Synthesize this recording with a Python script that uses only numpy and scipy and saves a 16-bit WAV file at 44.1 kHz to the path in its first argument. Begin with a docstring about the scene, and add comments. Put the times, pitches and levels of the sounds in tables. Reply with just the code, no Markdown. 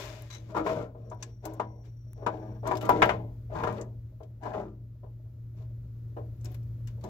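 """Loose wires rub over plastic ducts in a machine cabinet; at the start a screwdriver slides and then clinks.
The wires are pulled about and fed under screw terminals: their insulation sticks and slips, they knock on the
housing, which rings, and their crimped metal forks tick. Fingertips bump the wiring. A low hum runs throughout;
a faint whine comes and goes. The hand works close to the left microphone."""
import sys
import numpy as np
from scipy import signal
from scipy.fft import rfft, irfft
from scipy.io import wavfile
from scipy.ndimage import uniform_filter1d

SR = 44100
rng = np.random.default_rng(int(sys.argv[2]) if len(sys.argv) > 2 else 0)


def to_wav(s):
    """Save 16-bit WAV."""
    ch = np.atleast_2d(s).T  # columns
    pcm = np.round(np.clip(ch, -1, 1) * 32767)  # PCM
    wavfile.write(sys.argv[1], SR, pcm.astype(np.int16))


N = 312667
TIME_S = np.arange(N) / SR
RING_S = np.arange(2 ** 14) / SR  # from an impact
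STROKE_S = np.arange(2 ** 15) / SR - .04  # around a slide's start

# Wire knocks. Each row: time in seconds, peak level in dB, treble against the body in dB.
KNOCKS = [(0.545, -26.5, -16), (0.564, -22, -17), (0.661, -27.5, -7.5), (0.687, -28.5, -9),
          (1.111, -35, -17), (1.4516, -33.5, -24), (1.597, -21.5, -15), (2.263, -20.5, -14.5),
          (2.664, -27.5, -14), (2.711, -21.5, -15), (2.891, -11.5, -16), (2.903, -15.5, -15),
          (3.019, -11.5, -6), (3.0248, -13.5, -5), (3.0913, -17.5, -5), (3.103, -23, -16.5),
          (3.596, -32, -12.5), (3.634, -23, -12.5), (3.669, -25.5, -14.5), (4.451, -29.5, -14.5),
          (4.531, -37.5, -10)]
# Slides. Each row: start and length in seconds, drag and fizz in dB, easing in dB per second. The first row is
# the screwdriver's shaft sliding; the rest are wires.
SLIDES = [(0.0, 0.37, -44.5, -44.5, 70), (0.36, 0.13, -61.5, -69, 18), (0.506, 0.0091, -46.5, -65.5, -10),
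          (0.571, 0.015, -28.5, -52.5, 89), (0.667, 0.061, -30.5, -50.5, 27),
          (0.766, 0.058, -37, -61.5, 25), (0.99, 0.11, -57, -84, -18), (1.21, 0.088, -59.5, -69.5, 34),
          (1.449, 0.13, -41.5, -64, 87), (1.854, 0.0068, -62.5, -68.5, 56), (2.176, 0.01, -52.5, -76, 6),
          (2.225, 0.021, -47, -87, 8), (2.33, 0.23, -43.5, -71.5, 45), (2.667, 0.082, -32.5, -58, 46),
          (2.825, 0.05, -38, -59.5, -17), (2.918, 0.15, -30.5, -57.5, 23), (3.055, 0.085, -32.5, -59.5, 61),
          (3.519, 0.022, -41.5, -75, -7), (3.555, 0.16, -35, -60.5, 16.5), (3.733, 0.039, -52, -67, 32),
          (3.781, 0.0089, -36.5, -69, 38.5), (4.436, 0.073, -39, -65.5, 10.5),
          (4.549, 0.066, -37.5, -66, 5.5), (4.661, 0.044, -50, -83, 121.5), (5.576, 0.048, -62, -73.5, 5.5),
          (6.455, 0.1, -56.5, -65.5, 58), (6.888, 0.018, -72.5, -71, 59), (7.045, 0.0405, -45.5, -64, 101)]
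# Fork contacts. Each row: time in seconds, peak level, mid tilt and top tilt in dB, pitch in Hz.
FORK_TICKS = [(1.099, -62, -20, -32, 6070), (1.225, -38, -8, -35, 5910), (1.452, -42, -10.5, -14, 7530),
              (1.535, -57, -21, -14, 9800), (2.6717, -42.5, -11, -19, 6140), (2.7522, -46.5, 3, -22, 4860),
              (2.7691, -42, -2.5, -21, 5140), (2.81, -42, 4, -17, 2960), (2.8238, -46, 4, -11, 2760),
              (2.852, -49, -11, -19.5, 3114), (2.891, -36.5, -4.5, -5, 12050),
              (3.0536, -49, -2, -8.5, 3400), (3.811, -48.5, -19.5, -37.5, 6580),
              (4.231, -63.5, -1.5, -25, 3220), (4.433, -59, -5, -27, 4900), (6.41, -66, -14.5, -29, 6990),
              (6.4445, -49.5, -13, -16, 7900), (6.4542, -48.5, -9.5, -28.5, 5380),
              (6.5156, -58, 2, 2.5, 12200), (6.543, -52, 0.5, -10, 12350), (6.629, -71.5, -4, -12.5, 5250),
              (6.872, -53, -8.5, -22, 2865), (6.88, -59, 5.5, -20, 6160), (7.01, -65.5, -2, -22, 4440),
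              (7.038, -52, -9, -22, 4000)]
# Finger bumps and screwdriver contacts. Each row: time in seconds, peak level in dB.
FINGER_TAPS = [(0.946, -45.5), (2.221, -42.5), (2.629, -37.5), (4.202, -46), (5.031, -50), (5.252, -65.5),
               (5.599, -59), (6.165, -37.5), (6.972, -56), (7.036, -40.5)]
CLINKS = [(0.3025, -45.5), (0.3261, -46), (0.3455, -45.5)]
# Dry snaps. Each row: time in seconds, level in dB, high-pass cutoff in Hz.
SNAPS = [(0.223, -34, 6260), (0.58, -38, 6000), (1.147, -50, 6100), (2.1328, -34.5, 500),
         (3.637, -35, 10000), (3.705, -51, 7000), (3.728, -41, 7000)]
# Swell of the hum. Each row: time in seconds, level in dB.
HUM_SWELL = [(0.0, -46), (1.72, -48), (3.12, -39.5), (4.34, -45.5), (4.64, -47.5), (6.65, -39), (7.09, -40)]
# Cabinet resonances. Each row: frequency in Hz, height in dB, width in Hz.
CABINET_MODES = [(182.7, 21.5, 2.3), (209.6, 26.5, 4), (226, 14.5, 5.7), (250, 12.5, 13),
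                 (266.4, 15.5, 2.1), (320.2, 18, 5.3), (381.1, 10.5, 6), (424, 7.5, 18), (437, 6.5, 29),
                 (472, 14, 12), (583, 4.5, 11), (635.8, 15, 26), (702.5, 3, 12), (738, 13, 13),
                 (853, 14, 65), (961, 8.5, 16), (974, 15.5, 35), (1045, 19.5, 46), (1189, 14, 55),
                 (1352, 12.5, 110), (1498, 10.5, 22), (1603, 11, 56), (1697, 11, 18), (1846, 10, 19),
                 (2150, 7.5, 440), (2466, 6, 230), (2827, 8, 81), (3015, 9, 50), (3446, 5, 430)]
# Cabinet's late decay. Each row: band centre in Hz, T60 in seconds.
CABINET_TAIL = [(150, .55), (500, 0.71), (1200, 0.21), (3500, 0.3), (12000, 0.11)]
# Panel and screwdriver modes. Each row: frequency in Hz, level in dB, T60 in seconds.
PANEL_MODES = [(468.5, -14.5, 0.23), (694, -1, .11), (970.5, 1.5, 0.21), (1060, -11, .14),
               (1836, -19.5, .12), (2110, -37, .7)]
SHAFT_MODES = [(2120, -4.5, 0.15), (3880, 1, 0.07), (3910, 3.5, 0.13), (5780, -1, 0.11), (6270, -1, 0.15),
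               (7400, -6, 0.12)]
# Source spectra. Each row: frequency in Hz, level in dB.
KNOCK_SPECTRUM = [(90, -28), (125, -4.5), (160, -13.5), (210, -2), (320, -1), (500, 3.5), (700, 7.5),
                  (1000, 4), (1300, -1), (1900, -18), (3000, -30), (4000, -31), (7000, -34.5),
                  (9000, -48.5), (12500, -44.5), (16000, -57.5)]
DRAG_SPECTRUM = [(90, -38.5), (125, 2.5), (160, -9.5), (210, -9.5), (320, 3), (450, -1), (630, 4.5),
                 (800, -5), (1000, -6), (1300, -9), (2000, -19), (3500, -34), (7000, -71.5)]
FIZZ_SPECTRUM = [(450, -19), (900, 0), (1900, 1.5), (2600, -1.5), (3700, -3.5), (5000, -3.5), (7200, -7.5),
                 (9000, -23), (13000, -15.5), (16000, -28.5)]
CRACKLE_SPECTRUM = [(600, -24), (1500, 10.5), (2400, 3), (3600, -1.5), (5000, -12.5), (7000, -12.5),
                    (9000, -33), (16000, -37.5)]
TICK_SPECTRUM = [(500, -12), (1500, -3.5), (3500, -7.5), (6500, -5.5), (7700, -8), (9000, -15.5),
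                 (12500, 2), (16000, -7)]
TAP_SPECTRUM = [(150, -20), (400, 3), (650, 2.5), (1300, -18.5), (2000, -33.5), (9000, -57)]
RUMBLE_SPECTRUM = [(12, -46.5), (20, -30.5), (38, -27.5), (47, -12.5), (85, -11.5), (96, -11), (117, -2),
                   (131, -19), (146, -20), (323, -32.5), (566, -47), (630, -59), (1500, -62.5),
                   (1950, -104), (3300, -120)]
HISS_SPECTRUM = [(900, -11), (1800, 6.5), (2600, 2), (4000, 1), (7000, -2), (9000, -14), (12000, 3),
                 (16000, -1)]
# Treble loss in soft insulation. Each row: frequency in Hz, gain in dB.
CUSHION = [(1200, 2), (2400, -2), (7000, -24)]
# Brightening with firmer contact. Each row: frequency in Hz, gain in dB per dB of drag.
BITE = [(200, -0.29), (420, -0.1), (650, 0.028), (1100, 0.23), (2500, 0.29)]
# Likeness of the two microphones. Each row: frequency in Hz, correlation from 0 to 1.
MIC_CORRELATION = [(130, .99), (300, .95), (640, .55), (1400, .4), (3000, .1), (16000, 0)]
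# Leftward lean of the handling. Each row: frequency in Hz, left minus right in dB.
HAND_LEAN = [(150, 1.5), (380, 2), (600, 7), (1200, 6.5), (2400, 8), (5000, 9.5), (9000, 6), (15000, 8)]


def wire_knocks(gain_db=-4, usual_treble_db=-19, soft_rise_s=0.0057, sharp_rise_s=0.00053):
    """Stiff wire hits the housing: light bumps swell softly, hard ones start at once and thud more."""
    out = np.zeros((2, N))
    hz, db = np.transpose(KNOCK_SPECTRUM)
    for time_s, peak_db, treble_db in KNOCKS:
        hardness_db = (treble_db - usual_treble_db) * curve([(1000, 0.22), (2500, 2.14), (5000, 0.8)], hz)
        thud_db = (peak_db + 28) * curve([(210, 0.03), (330, 0.063), (600, 0.025)], hz)
        blow = impulse(np.c_[hz, db + hardness_db + thud_db], early_t60_s=.08, tail_db=-16, direct=4)
        rise_s = np.interp(peak_db, [-34, -20], [soft_rise_s, sharp_rise_s])
        knock = strike(blow, 0, rise_s) + panel_ring()
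        add(out, time_s, strike(knock, peak_db + gain_db, rise_s))
    return out


def panel_ring(gain_db=-6):
    """The struck panel rings hollow in a few decaying modes."""
    hz, db, t60_s = np.transpose(PANEL_MODES)[:, :, None]
    decay = amp(gain_db + db - 60 * RING_S / t60_s)
    modes = decay * np.sin(2 * np.pi * (hz * RING_S + rng.random(hz.shape)))
    return modes.sum(0) * np.clip(3 - 3 * RING_S / RING_S[-1], 0, 1)


def wire_slides(fizz_gain_db=-1, crackle_gain_db=-26):
    """Insulation judders over duct edges: coarse slips shake the housing, fine ones fizz, some crackle."""
    rub, fizz_level, grip = np.zeros((2, N)), np.zeros((1, N)), np.zeros((1, N))
    coarse = unit(slips(rate_hz=1100, spread_db=1.5) * wander(spread_db=1, rate_hz=65))
    for start_s, length_s, drag_db, fizz_db, easing_db_per_s in SLIDES:
        onset_s = start_s + STROKE_S[0]
        contact = pressure(length_s, easing_db_per_s)
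        force = contact * np.roll(coarse, -round(start_s * SR))[:len(STROKE_S)]
        add(rub, onset_s, housing_rub(force, drag_db))
        add(grip, onset_s, amp(drag_db) * contact[None])
        add(fizz_level, onset_s, amp(fizz_db) * pressure(length_s, 0.99 * easing_db_per_s)[None])
    fine = np.array([slips(rate_hz=12000, spread_db=4) for side in (0, 1)])
    fizz = fizz_level * np.sqrt(2) * unit(cabinet(colour(fine, FIZZ_SPECTRUM)))
    catch = impulse(CRACKLE_SPECTRUM, early_t60_s=.025, tail_db=-30)
    catch /= np.linalg.norm(catch[0])
    crackle = signal.fftconvolve(grip * slips(rate_hz=65, spread_db=2.5), catch, axes=1)[:, :N]
    return rub + amp(fizz_gain_db) * fizz + amp(crackle_gain_db) * crackle


def pressure(length_s, easing_db_per_s, release_db_per_s=306):
    """Contact force of one slide: it catches, eases while the wire runs, and lets go."""
    catch_s = 0.035 + 0.03 * length_s
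    eased_db = easing_db_per_s * np.clip(STROKE_S, 0, length_s)
    released_db = release_db_per_s * np.clip(STROKE_S - length_s, 0, 1)
    return np.clip(1 + STROKE_S / catch_s, 0, 1) ** 2 * amp(-eased_db - released_db)


def slips(rate_hz, spread_db):
    """Stick-slip friction: a random train of tiny, uneven releases."""
    size = amp(spread_db * np.minimum(rng.exponential(1, N), 4)) * rng.choice([-1, 1], N)
    return unit(size * (rng.random(N) < rate_hz / SR))


def housing_rub(force, drag_db, firm_db=-26):
    """Slips enter the housing through the insulation; each spot differs, and gentle contact is duller."""
    body = impulse(DRAG_SPECTRUM, early_t60_s=.05, tail_db=-24, direct=12)
    body /= np.linalg.norm(body.mean(0))
    hz, bite = np.transpose(BITE)
    force = colour(colour(force, CUSHION), np.c_[hz, bite * (drag_db - firm_db)])
    return amp(drag_db) * signal.fftconvolve(force[None], body, axes=1)


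def fork_ticks(gain_db=-3, ring_db=-7, t60_at_4khz_s=0.04):
    """Metal forks touch screws and each other: a click and a brief ring, shorter at higher pitch."""
    out = np.zeros((2, N))
    hz, db = np.transpose(TICK_SPECTRUM)
    for time_s, peak_db, mid_db, top_db, pitch_hz in FORK_TICKS:
        tilt_db = curve([(3500, mid_db + 5), (6000, 0.0033), (7700, 0.026), (12000, top_db + 7)], hz)
        click = impulse(np.c_[hz, db + tilt_db], early_t60_s=0.049, tail_db=-27)
        prong = np.sin(2 * np.pi * (pitch_hz * RING_S + rng.random((2, 1))))
        prong *= amp(-60 * RING_S / t60_at_4khz_s * pitch_hz / 4000)
        tick = unit(click) + amp(ring_db) * unit(prong)
        add(out, time_s, strike(tick, peak_db + gain_db, rise_s=.0016))
    return out


def finger_taps():
    """Fingertips bump the wiring: short, dull, too light to ring the panel."""
    out = np.zeros((2, N))
    for time_s, peak_db in FINGER_TAPS:
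        bump = impulse(TAP_SPECTRUM, early_t60_s=0.15, tail_db=-20)
        add(out, time_s, strike(bump, peak_db, rise_s=0.0041))
    return out


def screwdriver(gain_db=-3, click_db=-3, detune=0.0108):
    """A steel shaft touches metal: a click, and modes that chatter as it scrapes."""
    out = np.zeros((2, N))
    hz, db, t60_s = np.transpose(SHAFT_MODES)[:, :, None]
    decay = amp(db - 60 * RING_S / t60_s)
    for time_s, peak_db in CLINKS:
        phase = rng.random((2, len(hz), 1))
        mode_hz = hz * (1 + detune * rng.standard_normal(hz.shape))
        ring = (decay * np.sin(2 * np.pi * (mode_hz * RING_S + phase))).sum(1)
        click = impulse(FIZZ_SPECTRUM, early_t60_s=.11, tail_db=-14)
        chatter = 1 + unit(uniform_filter1d(rng.standard_normal(ring.shape), size=130))
        clink = unit(ring * chatter) + amp(click_db) * unit(click)
        add(out, time_s, strike(clink, peak_db + gain_db, rise_s=0.00023))
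    return out


def snaps(decay_s=0.00016):
    """Tiny dry snaps with no ring."""
    out = np.zeros((2, N))
    for time_s, db, cutoff_hz in SNAPS:
        burst = rng.standard_normal((2, len(RING_S))) * np.exp(-RING_S / decay_s)
        highpass = signal.butter(2, cutoff_hz, "high", fs=SR)
        add(out, time_s, amp(db) * signal.lfilter(*highpass, burst))
    return out


def wire_stirring():
    """Held wires never lie quite still: faint slips throughout."""
    force = wander(spread_db=4.5, rate_hz=13) * slips(rate_hz=520, spread_db=7)
    return housing_rub(force, drag_db=-75)[:, :N]


def impulse(spectrum, early_t60_s, tail_db, direct=0):
    """One impulse in the cabinet: optional direct pulse, quick reflections, a tail band by band."""
    size = len(RING_S)
    hz, centres_hz = np.fft.rfftfreq(size, 1 / SR), np.transpose(CABINET_TAIL)[0]
    pulse = direct * signal.unit_impulse(size, 70)
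    noise = unit(colour(noise_pair(size) + pulse, spectrum))
    out = noise * amp(-60 * RING_S / early_t60_s)
    for share, (_, t60_s) in zip(np.eye(len(CABINET_TAIL)), CABINET_TAIL):
        band = irfft(rfft(noise) * curve(np.c_[centres_hz, share], hz), size)
        out += band * amp(tail_db - 60 * RING_S / t60_s)
    return cabinet(out) * np.clip(3 - 3.3 * RING_S / RING_S[-1], 0, 1)


def cabinet(x):
    """The cabinet's resonances ring; the balance between octaves is kept."""
    bins_hz, grid_hz = np.fft.rfftfreq(x.shape[-1], 1 / SR), np.geomspace(20, SR / 2, num=4000)
    gain = 1 + sum(amp(db) / (1 + 2j * (grid_hz - hz) / width_hz) for hz, db, width_hz in CABINET_MODES)
    gain /= np.sqrt(uniform_filter1d(abs(gain) ** 2, size=400))
    return irfft(rfft(x) * np.interp(bins_hz, grid_hz, gain), x.shape[-1])


def whine(centre_hz=5730, jitter_hz=14, level_db=-74.5, start_s=0.95, end_s=2.72):
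    """A thin, faint whine flickers in level at a near-steady pitch."""
    knots_s = np.linspace(start_s, end_s, num=230)
    flicker = rng.uniform(.1, 1.9, len(knots_s)) * signal.windows.tukey(len(knots_s), .18)
    pitch_hz = centre_hz + jitter_hz * np.interp(TIME_S, knots_s, rng.standard_normal(len(knots_s)))
    tone = np.sin(2 * np.pi * np.cumsum(pitch_hz) / SR)
    return amp(level_db) * np.interp(TIME_S, knots_s, flicker) * tone


def hum_and_room(hum_hz=115.94, drone_hz=51.3, drone_db=-58, rumble_db=-48, hiss_db=-78):
    """A hum over a weaker, steady drone; room rumble and faint hiss swell with the hum."""
    hum_db = np.interp(TIME_S, *np.transpose(HUM_SWELL))
    swell_db = hum_db - hum_db.mean()
    hum = amp(hum_db + 1) * np.sin(2 * np.pi * hum_hz * TIME_S)
    drone = amp(drone_db) * np.sin(2 * np.pi * drone_hz * TIME_S)
    air = colour(noise_pair(N), RUMBLE_SPECTRUM)
    air = colour(air, [(95, -5.5), (115, -10), (150, -8), (1500, 2), (4000, -27.5)])
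    rumble = amp(rumble_db + swell_db) * unit(air)
    hiss = amp(hiss_db + 0.94 * swell_db) * unit(colour(noise_pair(N), HISS_SPECTRUM))
    return (np.sqrt(2) * (hum + drone) + rumble + hiss) * amp([[.6], [-.6]])


def noise_pair(size):
    """Noise at two close microphones: alike in the bass, unrelated in the treble."""
    left, other = rfft(rng.standard_normal((2, size)))
    shared = np.clip(curve(MIC_CORRELATION, np.fft.rfftfreq(size, 1 / SR)), 0, 1)
    return irfft([left, shared * left + np.sqrt(1 - shared ** 2) * other], size)


def strike(x, peak_db, rise_s):
    """Softens the attack and sets the rms of the loudest 6 ms."""
    x = x * (1 - np.exp(-RING_S / rise_s))
    return amp(peak_db) * x / np.sqrt(uniform_filter1d(x.mean(0) ** 2, size=260).max())


def wander(spread_db, rate_hz):
    """A randomly drifting gain."""
    knots = rng.standard_normal(2000)
    return amp(spread_db * np.interp(TIME_S * rate_hz, np.arange(len(knots)), knots))


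def colour(x, spectrum):
    """Filters by (Hz, dB) points."""
    hz = np.fft.rfftfreq(x.shape[-1], 1 / SR)
    return irfft(rfft(x) * amp(curve(spectrum, hz)), x.shape[-1])


def curve(points, hz):
    """Interpolates (Hz, value) points over log frequency."""
    points_hz, values = np.transpose(points)
    return np.interp(np.log(hz + 1), np.log(points_hz), values)


def add(mix, time_s, sound):
    """Mixes a sound in at time_s, cropped to fit."""
    at = round(time_s * SR)
    sound = sound[:, max(-at, 0):]
    part = mix[:, max(at, 0):][:, :sound.shape[1]]
    part += sound[:, :part.shape[1]]


def amp(db):
    """Decibels to gain."""
    return 10 ** (np.asarray(db) / 20)


def unit(x):
    """Scales to unit rms."""
    return x / np.sqrt(np.mean(x ** 2) + 1e-20)


def scene(right_lag_s=0.00021):
    """Handling and whine lean left and reach the right microphone later; the hum is near the middle."""
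    near = wire_knocks() + finger_taps() + fork_ticks() + screwdriver()
    near = near + wire_slides() + wire_stirring() + snaps() + whine()
    near[1] = np.interp(TIME_S - round(right_lag_s * SR) / SR, TIME_S, near[1])
    hz, lean_db = np.transpose(HAND_LEAN)
    gains = amp([lean_db / 2, -lean_db / 2])
    gains_db = 20 * np.log10(gains / np.sqrt(np.mean(gains ** 2, axis=0)))  # constant power
    panned = np.array([colour(side, np.c_[hz, db]) for side, db in zip(near, gains_db)])
    return panned + hum_and_room()


def record(dry, cutoff_hz=16150):
    """Low-pass band limit."""
    lowpass = signal.firwin(511, cutoff_hz, window=("kaiser", 9), fs=SR)
    return signal.oaconvolve(dry, lowpass[None], "same")


dry = scene()
out = record(dry)
to_wav(out)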